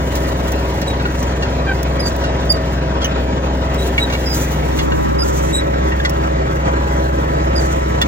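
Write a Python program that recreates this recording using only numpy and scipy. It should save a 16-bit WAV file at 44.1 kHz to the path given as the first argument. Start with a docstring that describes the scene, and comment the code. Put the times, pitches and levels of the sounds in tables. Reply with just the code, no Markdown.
"""A three-cylinder diesel tractor at working speed, heard from the seat: crank-locked tones over injector clatter.
It pulls a disc harrow along a vine row. Dry joints squeak as stick-slip tones and the frame clanks in its modes.
Stones tick, clods tumble, and soil hisses off the discs as coloured noise, louder where a disc scrapes.
Just past halfway the listener turns: the engine's colour and direction change."""
import sys
import numpy as np
from scipy import signal
from scipy.fft import rfft, irfft, next_fast_len
from scipy.io import wavfile
from scipy.ndimage import uniform_filter1d, map_coordinates

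SR = 44100
rng = np.random.default_rng(int(sys.argv[2]) if len(sys.argv) > 2 else 0)


def file_out(sig):
    """Save sig as 16-bit WAV at sys.argv[1]."""
    # one column per channel
    cols = np.atleast_2d(sig).T
    # limit, then scale
    lim = np.clip(cols, -1, 1)
    pcm = np.round(lim * 32767).astype(np.int16)
    wavfile.write(sys.argv[1], SR, pcm)


N = 356006

# Engine held at working speed, sagging under load and picking up as it eases: (time [s], rate [cycles/s])
CYCLE_RATE = [(0.0, 21.56), (0.2, 21.43), (0.44, 21.5), (1.2, 21.39), (1.44, 21.61), (1.64, 21.47),
              (1.76, 21.54), (1.92, 21.44), (2.12, 21.5), (2.32, 21.42), (2.48, 21.46), (2.64, 21.38),
              (2.92, 21.44), (3.2, 21.2), (3.4, 21.4), (3.72, 21.52), (3.96, 21.36), (4.36, 21.31),
              (4.68, 21.64), (4.88, 21.66), (5.04, 21.73), (5.4, 21.86), (5.72, 21.67), (6.12, 21.78),
              (6.44, 21.63), (6.6, 21.73), (7.04, 21.72), (7.4, 21.92), (7.56, 21.79), (7.72, 21.89),
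              (7.88, 21.72), (8.04, 21.72)]
# Engine tones, three firings a cycle: (multiple of cycle rate, level before turn [dB], after [dB])
ENGINE_ORDERS = [(2, -39.5, -36), (3, -21, -19), (4, -33.5, -36.5), (5, -38.5, -46), (6, -35, -32.5),
                 (7, -30, -29.5), (8, -42, -40), (9, -34, -37), (10, -42, -40), (12, -32, -36.5),
                 (13, -40, -48), (14.2, -38, -37), (15, -36, -32), (18, -35.5, -34.5), (19, -42.5, -39),
                 (21, -37, -40), (24, -38.5, -35), (25, -39.5, -36.5), (26, -36.5, -30.5), (27, -37.5, -38),
                 (30, -32.5, -31.5), (32, -39.5, -43), (33, -43, -45), (38, -42.5, -35.5), (40, -44, -47),
                 (45, -40, -33), (52, -52, -40.5), (56, -53, -43), (60, -46, -39), (75, -47, -46),
                 (84, -46, -44), (90, -45.5, -46)]
# Swell of the boom near 150 Hz: (time [s], gain [dB])
BOOM_SWELL = [(0, 0), (1.2, -1.5), (1.6, 2), (2.1, -1.5), (2.6, 2), (3.2, -0.5), (4.2, 0.5), (4.55, 4.5),
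              (5, -1.5), (5.5, 1.5), (8.07, 0)]
# Swell of the whine near 645 Hz: (time [s], gain [dB])
WHINE_SWELL = [(0, -2), (.5, 2), (1.1, -10.5), (1.8, -4.5), (2.15, 3.5), (2.7, 1), (3.1, 3), (4, -0.5),
               (4.6, -5), (5.5, -0.5)]
# Engine's mechanical noise: (frequency [Hz], density before turn [dB/Hz], after [dB/Hz]), before trim
ENGINE_ROAR = [(20, -79, -78), (30, -72, -67), (45, -57, -51), (116.3, -45.5, -45), (173.4, -49, -48),
               (300, -51, -50), (555, -54, -49), (736, -56, -53), (955, -58, -55.5), (1128, -57, -57.5),
               (1815, -67.5, -62), (2558, -65.5, -69), (4370, -72, -76), (7480, -79.5, -77.5),
               (8980, -108, -108)]
# Engine cover resonances: (frequency [Hz], width [Hz], lift before turn [dB], after [dB])
COVER_MODES = [(960, 73, 5, 1.5), (1313.8, 18, 2.5, 9), (1590, 55, 2.5, 3), (1927.3, 77, 4.5, 5.5),
               (2225, 90, 1, 0.5)]
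# Listener's stance, 0 before the turn, 1 turned furthest, 2 settled (clipped to 0-2): (time [s], stance)
LISTENER_TURN = [(0, 0.121), (4.55, 0.085), (4.92, 0.907), (5.2, 1.13), (5.6, 1.887), (8.07, 2.6)]
# Engine is fuller when faced: (frequency [Hz], gain [dB])
FACING_LIFT = [(100, -0.5), (200, 1.5), (400, 3), (620, -1.5), (900, 3), (1400, -1.5), (2200, -1)]
# Engine direction: (frequency [Hz], left lead in stance 0 [rad], 1 [rad], 2 [rad], coherence [0-1])
ENGINE_BEARING = [(60, 0, -.25, -.15, .97), (170, 0, -1.2, -.25, .93), (250, -.05, -1.7, -.6, .92),
                  (430, -.3, -2.5, -1.6, .85), (600, -1, -3, -2.4, .86), (950, -1.4, -3.3, -2.8, .62),
                  (1650, -6, -4.4, -4.2, .62), (2000, -5.7, -4.7, -4.6, .7), (2800, -3.3, -3.8, -3.8, .5),
                  (7000, -4.1, -4.1, -4.2, .6)]
# Engine coherence while faced: (frequency [Hz], coherence [0-1])
FACING_COHERENCE = [(300, 0.93), (650, 1), (1100, 0.72), (2000, 0.34), (7000, 0.4)]
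# Dry joints: (time [s], length [s], pitch [Hz], pitch fall over length [share],
# level [dB], second partial re first [dB])
JOINT_SQUEAKS = [(0.872, 0.0256, 3884, 0, -24.5, -9.5), (0.899, 0.0284, 3840, 0.0125, -28, -17),
                 (1.992, 0.0287, 4968, 0.022, -23.5, -8), (2.02, 0.0293, 4785, 0.0041, -24.5, -12.5),
                 (2.052, 0.0343, 4720, 0.023, -15.5, -21.5), (2.238, 0.096, 3900, 0.0051, -38, -15),
                 (2.492, 0.0363, 4803, 0.021, -9.5, -15), (2.535, 0.0215, 4682, .01, -20, -19),
                 (3.774, 0.0366, 3889, 0.016, -30.5, -9), (3.811, 0.027, 3907, -0.0044, -26.5, -17.5),
                 (3.989, 0.041, 3865, 0.00094, -23.5, -12.5), (4.014, 0.0293, 3861, -0.0057, -15.5, -17),
                 (4.038, .02, 3820, 0.0135, -25, -21), (4.253, 0.044, 5064, .004, -22, -20.5),
                 (4.283, 0.079, 4980, 0.025, -26, -40), (5.183, 0.0535, 4988, 0.015, -23.5, -12),
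                 (5.214, 0.0267, 4906, -0.0085, -19.5, -19.5), (5.223, 0.0159, 1370, -.02, -21.5, -26.5),
                 (5.524, 0.0746, 3860, -0.011, -21.5, -1.5), (5.561, 0.047, 3860, -0.0013, -19.5, -16.5),
                 (7.551, 0.028, 4952, 0.0066, -24.5, -12.5), (7.572, 0.0143, 4830, 0.014, -18, -24),
                 (7.587, 0.0166, 4730, 0.0027, -24, -21.5)]
# Dry pivot: (time [s], length [s], pitch [Hz], pitch fall over length [share], level [dB])
PIVOT_CREAKS = [(1.663, 0.04, 799.2, 0.0103, -21.5), (1.677, 0.0317, 784, 0.011, -16),
                (1.708, 0.019, 765.7, .01, -17.5), (1.726, 0.0122, 770.7, .005, -25.5)]
# Creak partials, one per multiple of the pitch: (relative level [dB])
CREAK_PARTIALS_DB = [-9, 0, -13, -18.5, -24, -28]
# Squeak direction, by partial: (frequency [Hz], left lead [rad], left gain [dB])
JOINT_BEARING = [(800, -1.2, 0), (1550, .2, -1), (3870, 1.7, -1), (4900, 2.4, -5), (7700, 2.3, 0),
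                 (9000, np.pi, 0), (11000, np.pi, 0), (12000, 2.5, 0)]
# Blows on the frame: (time [s], level [dB], ring [Hz], ring re body [dB], treble re body [dB],
# chatter [s], decay to -60 dB [s])
FRAME_CLANKS = [(.816, -26.5, 1893, -8, -3.5, .011, .06), (.997, -26, 1601, 1, -14, 0.0072, .1),
                (1.054, -18.5, 1424, 3.5, -21, .006, 0.059), (1.423, -22, 1814, -7.5, -9, .012, .097),
                (2.238, -22, 1493, -0.5, -6.5, 0.0088, .12), (3.016, -24.5, 3280, 4, -0.5, 0.015, 0.11),
                (3.045, -19.5, 3038, 5, -10, .013, 0.05), (3.9795, -11, 2260, 0.5, -19, 0.0072, 0.059),
                (4.099, -21.5, 2168, -2, -9.5, 0.005, 0.084), (4.124, -22, 2313, -3, -7.5, .014, .12),
                (4.15, -19, 2306, 0.5, -16, .004, 0.048), (4.788, -20, 2120, -6.5, -5.5, .01, .091),
                (4.919, -20, 1522, 0, -19, .004, 0.076), (5.919, -22.5, 1920, 3.5, -16.5, .008, 0.066),
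                (6.0, -20, 1624, 6.5, -27, .004, .045), (6.049, -13.5, 2013, -1, -8, 0.0102, .05),
                (8.015, -12, 3462, 1.5, -5, 0.0094, .055)]
# Harrow frame modes: (frequency [Hz], mean level [dB])
FRAME_MODES = [(1150, -10), (1450, -3), (1860, -5.5), (2290, -10.5), (2800, -3), (3370, -10.5), (3810, -11),
               (4280, -16)]
# Stones flicked against the discs: (time [s], level before trim [dB], ring [Hz],
# decay to -60 dB [s], ring lift [dB])
STONE_TICKS = [(0.154, -15.5, 5200, .045, 6.5), (0.5196, -18, 6000, .051, 9),
               (.815, -21.5, 5810, 0.044, 11.5), (1.2286, -19, 5995, 0.03, 17),
               (1.8302, -14.5, 5690, .03, 4.5), (2.163, -22.5, 7440, 0.035, 4),
               (2.521, -18.5, 6990, 0.05, 11), (3.045, -17, 6066, 0.085, 23.5),
               (3.744, -21, 7340, .029, 10), (4.0363, -21.5, 7730, .015, 4), (4.347, -20, 7375, .11, 18),
               (6.095, -16, 5610, 0.04, 9.5), (8.016, -18.5, 7280, 0.067, 14)]
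# Harrow direction, opposed near 10 kHz: (frequency [Hz], left lead [rad], coherence [0-1])
HARROW_DIRECTION = [(300, -.3, .8), (900, -1.7, .5), (1700, -5.6, .55), (2300, -5.2, .5), (2900, -3.3, .5),
                    (5000, -3.4, .55), (6300, -4.3, .65), (7500, -4, .72), (8400, -np.pi, .96),
                    (9500, -np.pi, 1), (11200, -np.pi, 1), (12500, -3, .65), (13700, -2.4, .5),
                    (15200, -.3, .5)]
# Harrow raised on the right and lowered on the left by: (frequency [Hz], gain [dB])
HARROW_RIGHT_BIAS = [(2000, 0), (4500, 1.4), (6500, 1.1), (8000, 0)]
# Steady soil flow, following disc depth: (time [s], level [dB])
SOIL_FLOW = [(0, -34), (.8, -39.5), (1.6, -42.5), (2.4, -45), (3.5, -49), (3.85, -36.5), (4.8, -41.5),
             (5.75, -45), (6.45, -45.5), (7.1, -42), (8.07, -43)]
# Colour of soil on steel: (frequency [Hz], relative level [dB])
SOIL_COLOUR = [(1000, -9), (3000, -.5), (5000, -1), (7000, 0), (8300, .5), (11500, -.5), (13000, -2.5),
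               (15500, -6)]
# Disc resonances: (frequency [Hz], width [Hz], lift [dB])
DISC_MODES = [(3450, 250, 3), (6080, 220, 5), (6900, 300, 2), (7420, 180, 5), (7750, 100, 2)]
# A disc bites into firmer ground: (time [s], rise [s], hold [s], level [dB],
# release to -60 dB [s], fizz above 10 kHz re rub [dB])
DISC_SCRAPES = [(1.161, .02, 0.026, -36.5, 1.5, -10), (2.039, .02, .024, -29, 0.19, -1.5),
                (4.08, 0.018, .018, -39, 5.5, 7.5), (4.299, 0.054, .025, -25, 0.63, 6.5),
                (4.746, .02, .023, -34, 0.54, 2.5), (5.213, .05, 0.116, -29.5, 0.89, 1),
                (5.435, .02, 0.057, -33, 0.02, -5), (7.56, 0.023, 0.024, -30, 1, -3.5)]
# Harder rubbing favours these disc modes: (frequency [Hz], width [Hz], lift [dB])
SCRAPE_MODES = [(6077, 480, 7.5), (7270, 1200, 7), (3300, 890, 0.5)]
# How heavily the clods tumble: (time [s], level [dB])
CLOD_LEVEL = [(0, -36), (1.3, -34.5), (2.95, -36.5), (3.07, -28.5), (3.3, -36), (4.6, -31), (5.4, -33),
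              (6.7, -32.5), (7.2, -32.5), (8.07, -30.5)]

BOOM_ORDER, WHINE_ORDER = 7, 30
HUNT_SHARE, HUNT_KNOTS_PER_S = 0.0003, 3.323  # random speed drift
SQUEAK_TAIL_DB, SQUEAK_TAIL_T60_S = -13.5, 0.088
MODE_BLUR_RAD, MODE_DETUNE_SHARE = .6, .005  # phase scatter in a ring; pitch scatter between blows
TOP_HZ = 15900


def crank():
    """Engine cycles turned so far, two revolutions to a cycle."""
    drift = 1 + HUNT_SHARE * wobble(HUNT_KNOTS_PER_S)
    return np.cumsum(curves(CYCLE_RATE)[0] * drift) / SR


def drone(cycle, stances, waver_base_db=0.8, waver_db_per_order=0.07, waver_max_db=3.0):
    """Exhaust and gear tones locked to the crank; higher orders waver and sway more, boom and whine swell."""
    out = np.zeros((2, N))
    shaft_rad = 2 * np.pi * cycle + .004 * wobble(14)
    sway_rad = .01 * wobble(2.5)
    swells_db = {BOOM_ORDER: curves(BOOM_SWELL)[0], WHINE_ORDER: curves(WHINE_SWELL)[0]}
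    for order, before_db, after_db in ENGINE_ORDERS:
        mean_hz = order * cycle[-1] * SR / N
        lead = np.array(along(ENGINE_BEARING, mean_hz)[:-1]) @ stances + order * sway_rad
        faced_db = after_db + along(FACING_LIFT, mean_hz)[0]
        level_db = np.array([before_db, faced_db, after_db]) @ stances
        waver_db = min(waver_base_db + waver_db_per_order * order, waver_max_db) * wobble(10)
        waver_db = waver_db + swells_db.get(order, 0)
        phase = order * shaft_rad + .003 * order * wobble(18) + rng.uniform(0, 2 * np.pi)
        tone = np.sin([phase + lead / 2, phase - lead / 2])
        out += np.sqrt(2) * amp(level_db + waver_db) * tone
    return out


def clatter(cycle, stances, repeat=0.54, fresh=0.849, limp_db=-0.2341, uneven_db=1.7072, trim_db=-1.0463):
    """Block and injectors rattle the covers: one noise part repeats every cycle, the rest is new."""
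    pattern = unit(irfft(np.exp(2j * np.pi * rng.random((2, 1025)))))
    place = cycle % 1 * pattern.shape[1]
    locked = np.array([map_coordinates(p, [place], order=3, mode="grid-wrap") for p in pattern])
    locked_colour = [(200, -26.5), (550, -5.5), (1000, -1.5), (1900, 1.0), (3500, -20.5)]  # (Hz, dB)
    locked = filtered(locked, lambda hz: amp(along(locked_colour, hz)[0]))
    # one slight limp per cycle, plus random unevenness
    force = unit(amp(limp_db * np.cos(2 * np.pi * cycle) + uneven_db * wobble(65)))
    rattle = force * (fresh * rng.standard_normal((2, N)) + repeat * locked)

    def coloured(side):
        covers = [(hz, width, lifts[side]) for hz, width, *lifts in COVER_MODES]
        return filtered(rattle, lambda hz: amp(along(ENGINE_ROAR, hz)[side] + lifted(covers, hz)))

    before, after = coloured(0), coloured(1)
    mixed = after + stances[0] * (before - after)
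    density_to_rms = np.sqrt(SR / 2)
    return amp(trim_db) * density_to_rms * turning(mixed, stances, patchy_db=3.0)


def turning(pair, stances, patchy_db):
    """Place noise left and right by phase and coherence as the listener turns; colour shifts in random patches."""
    hz, t, z = signal.stft(pair, SR, nperseg=1024)
    share = stances[:, np.minimum((t * SR).astype(int), N - 1)]
    *leads, alike = along(ENGINE_BEARING, hz)
    lead = np.transpose(leads) @ share
    alike = alike[:, None] + np.outer(along(FACING_COHERENCE, hz)[0] - alike, share[1])
    angle = np.arccos(np.clip(alike, 0, 1)) / 2
    patches = uniform_filter1d(rng.standard_normal(lead.shape), size=6, axis=0)
    patches = unit(uniform_filter1d(patches, size=7, axis=1))
    patch_db = patchy_db * patches * (hz / (hz + 500))[:, None]
    z = z * amp(np.outer(along(FACING_LIFT, hz)[0], share[1]) + patch_db)
    shared, apart = z[0] * np.cos(angle), z[1] * np.sin(angle)
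    left = (shared + apart) * np.exp(.5j * lead)
    right = (shared - apart) * np.exp(-.5j * lead)
    return signal.istft([left, right], nperseg=1024)[1][:, :N]


def squeaks():
    """Nearly pure squeaks from the joints, a rougher creak from a pivot; the frame rings on after each."""
    out = np.zeros((2, N))
    for s, length_s, hz, fall, db, second_db in JOINT_SQUEAKS:
        partials_db = db + np.array([0, second_db, second_db - 14])
        add(out, s, slip(length_s, hz, fall, partials_db, rough_db=2.5, pitch_jitter=0.00394))
    for s, length_s, hz, fall, db in PIVOT_CREAKS:
        creak = slip(length_s, hz, fall, CREAK_PARTIALS_DB, rough_db=1.5, pitch_jitter=0.0071)
        add(out, s, amp(db) * creak)
    t = np.arange(SR // 5) / SR
    tail = rng.standard_normal((1, len(t))) * np.exp(-np.log(1000) * t / SQUEAK_TAIL_T60_S)
    tail = unit(tail) / np.sqrt(len(t))  # unit energy
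    return out + amp(SQUEAK_TAIL_DB) * signal.fftconvolve(out, tail, axes=1)[:, :N]


def slip(length_s, hz, fall, partials_db, rough_db, pitch_jitter, ring_s=0.00327):
    """Steel sticks and slips at one of its resonances, glides in pitch and rings out."""
    u = np.minimum(np.arange(round((length_s + 10 * ring_s) * SR)) / (length_s * SR), 1)
    pitch_hz = hz * (1 + fall * (.5 - u) + pitch_jitter * wobble(367, size=len(u)))
    phase = 2 * np.pi * np.cumsum(pitch_hz) / SR
    keep = np.exp(-1 / (ring_s * SR))
    swell = signal.lfilter([1 - keep], [1, -keep], np.sin(np.pi * u ** 0.734))
    swell = swell * amp(rough_db * wobble(308.5, size=len(u)))
    tone = 0
    for k, db in enumerate(partials_db, 1):
        lead, left_db = along(JOINT_BEARING, k * hz)
        left = amp(left_db) * np.sin(k * phase + lead)
        tone = tone + amp(db) * np.array([left, np.sin(k * phase)])
    return np.sqrt(2) * swell * tone


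def knocks(rise_s=0.00033, mode_scatter_db=5.0, stone_trim_db=-3, stone_width_hz=800):
    """Loose links chatter into the frame's modes, each blow favouring one; stones tick brightly on the discs."""
    out, t = np.zeros((2, N)), np.arange(SR // 4) / SR
    treble_colour = [(1500, -34.5), (4000, 13), (6500, 6.5), (15000, -22)]  # (Hz, dB)

    def burst(response):
        return unit(filtered(rng.standard_normal((2, len(t))), response))

    def bright(f):
        return amp(along(treble_colour, f)[0])

    def mode(hz):
        blur = MODE_BLUR_RAD * wobble(330, size=len(t))
        quadrature = np.array([[0], [np.pi / 2]])
        return np.sqrt(2) * np.sin(2 * np.pi * (hz * t + rng.random()) + blur + quadrature)

    for s, db, ring_hz, ring_db, treble_db, chatter_s, t60_s in FRAME_CLANKS:
        body = np.zeros((2, len(t)))
        for mode_hz, mode_db in FRAME_MODES:
            gain = amp(mode_db + mode_scatter_db * rng.normal())
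            body += gain * mode(mode_hz * (1 + MODE_DETUNE_SHARE * rng.normal()))
        envelope = (1 - np.exp(-t / rise_s)) * amp(db - 60 * np.maximum(t - chatter_s, 0) / t60_s)
        blow = unit(body) + amp(ring_db) * mode(ring_hz) + amp(treble_db) * burst(bright)
        add(out, s, envelope * unit(blow))
    for s, db, ring_hz, t60_s, ring_db in STONE_TICKS:
        ring = [(ring_hz, stone_width_hz, ring_db)]
        tick = burst(lambda f: f ** 2 / (f ** 2 + 3000 ** 2) * amp(lifted(ring, f)))
        add(out, s, tick * amp(stone_trim_db + db - 60 * t / max(t60_s, .004)))
    return ports(out, lambda hz: (1, *along(HARROW_DIRECTION, hz)))


def clods(stances, lump_db=2.5):
    """Turned clods tumble against the frame: dull noise in uneven lumps."""
    colour = [(100, -35.0), (350, -2), (800, -5.5), (1300, -6.5), (2400, -10.0), (4000, -20.0),
              (8000, -67.5)]  # (Hz, dB)
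    lumps = rng.standard_normal((2, N)) * amp(lump_db * np.tanh(wobble(90)))
    dull = filtered(lumps, lambda hz: amp(along(colour, hz)[0]))
    return amp(curves(CLOD_LEVEL)[0]) * unit(turning(dull, stances, patchy_db=3.5))


def soil(uneven_db=2.4):
    """Earth slides over the discs all the time, and louder wherever one bites."""
    sliding = amp(curves(SOIL_FLOW)[0] + uneven_db * wobble(18))
    rub = earth(DISC_MODES + SCRAPE_MODES, clump_db=3.5, grit=0.34)
    fizz = filtered(rub, lambda hz: hz > 10000)
    rub_gain, fizz_gain = scraping()
    steady = sliding * earth(DISC_MODES, clump_db=2.5, grit=0.45)
    return steady + rub_gain * (rub - fizz) + fizz_gain * fizz


def scraping():
    """Gain of the scrapes and of their fizz: each swells, holds and dies away; powers add."""
    t, power = np.arange(N) / SR, np.zeros((2, N))
    for s, rise_s, hold_s, db, t60_s, fizz_db in DISC_SCRAPES:
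        attack = np.clip((t - s) / rise_s, 0, 1)
        released_s = np.maximum(t - s - rise_s - hold_s, 0)
        release = np.exp(-np.log(1000) * released_s / t60_s)
        power += (amp([[db], [db + fizz_db]]) * attack * release) ** 2
    return np.sqrt(power)


def earth(modes, clump_db, grit, grains_per_s=900):
    """Hiss of earth on ringing steel, in clumps, with sharp grains of grit in it; rms 1."""
    struck = rng.random(N) < grains_per_s / SR
    grains = rng.standard_normal((2, N)) * rng.exponential(1, N) * struck
    flow = (rng.standard_normal((2, N)) + grit * unit(grains)) * amp(clump_db * wobble(64))

    def response(hz):
        gain = amp(along(SOIL_COLOUR, hz)[0] + lifted(modes, hz))
        return gain, *along(HARROW_DIRECTION, hz)

    return unit(ports(flow, response))


def lifted(modes, hz):
    """dB that a set of (centre [Hz], width [Hz], lift [dB]) resonances adds."""
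    return sum(db / (1 + (2 * (hz - centre) / width) ** 2) for centre, width, db in modes)


def ports(pair, response):
    """Mix two signals to left and right; response gives (gain, left lead [rad], coherence) by frequency."""
    m = next_fast_len(N + 8192)
    gain, lead, alike = response(np.fft.rfftfreq(m, 1 / SR))
    angle = np.arccos(np.clip(alike, 0, 1)) / 2
    shared, apart = rfft(pair, m) * gain * np.array([np.cos(angle), np.sin(angle)])
    left = (shared + apart) * np.exp(.5j * lead)
    right = (shared - apart) * np.exp(-.5j * lead)
    return irfft([left, right], m)[:, :N]


def filtered(x, response):
    """x through a response given as a function of Hz."""
    m = next_fast_len(x.shape[-1] + 8192)
    return irfft(rfft(x, m) * response(np.fft.rfftfreq(m, 1 / SR)), m)[..., :x.shape[-1]]


def wobble(knots_per_s, size=N):
    """A smooth random curve through normally distributed knots."""
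    coarse = np.arange(0, size + 64, 64)
    knots = rng.standard_normal(int(size * knots_per_s / SR) + 4)
    smooth = map_coordinates(knots, [coarse * knots_per_s / SR], mode="nearest")
    return np.interp(np.arange(size), coarse, smooth)


def along(rows, hz):
    """Each column of a (Hz, ..) table, read on a log axis."""
    f, *cols = np.transpose(rows)
    return [np.interp(np.log(hz + 1), np.log(f + 1), c) for c in cols]


def curves(rows):
    """Each column of a (s, ..) table, one value per sample."""
    s, *cols = np.transpose(rows)
    return [np.interp(np.arange(N) / SR, s, c) for c in cols]


def add(track, s, sound):
    """Mix a sound into a track at time s."""
    part = track[..., max(round(s * SR), 0):][..., :sound.shape[-1]]
    part += sound[..., :part.shape[-1]]


def amp(db):
    """Decibels to gain."""
    return np.exp(np.asarray(db) * np.log(10) / 20)


def unit(x):
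    """Scale to rms 1."""
    return x / np.sqrt(np.mean(x ** 2) + 1e-20)


def scene():
    """The engine, a little to the left until the turn, and the harrow, brighter on the right."""
    cycle = crank()
    turn = np.clip(curves(LISTENER_TURN)[0], 0, 2)
    stances = np.maximum(1 - np.abs(turn - np.arange(3)[:, None]), 0)  # weights, sum 1
    left_tilt = amp(0.5 * stances[0] * np.array([[1], [-1]]))
    engine = (drone(cycle, stances) + clatter(cycle, stances)) * left_tilt

    def right_tilt(hz):
        return amp(np.array([[-1], [1]]) * along(HARROW_RIGHT_BIAS, hz)[0])

    harrow = filtered(knocks() + clods(stances) + soil(), right_tilt)
    return engine + squeaks() + harrow


def record(dry):
    """Nothing is kept above the band limit."""
    return filtered(dry, lambda hz: hz < TOP_HZ)


dry = scene()
out = record(dry)
file_out(out)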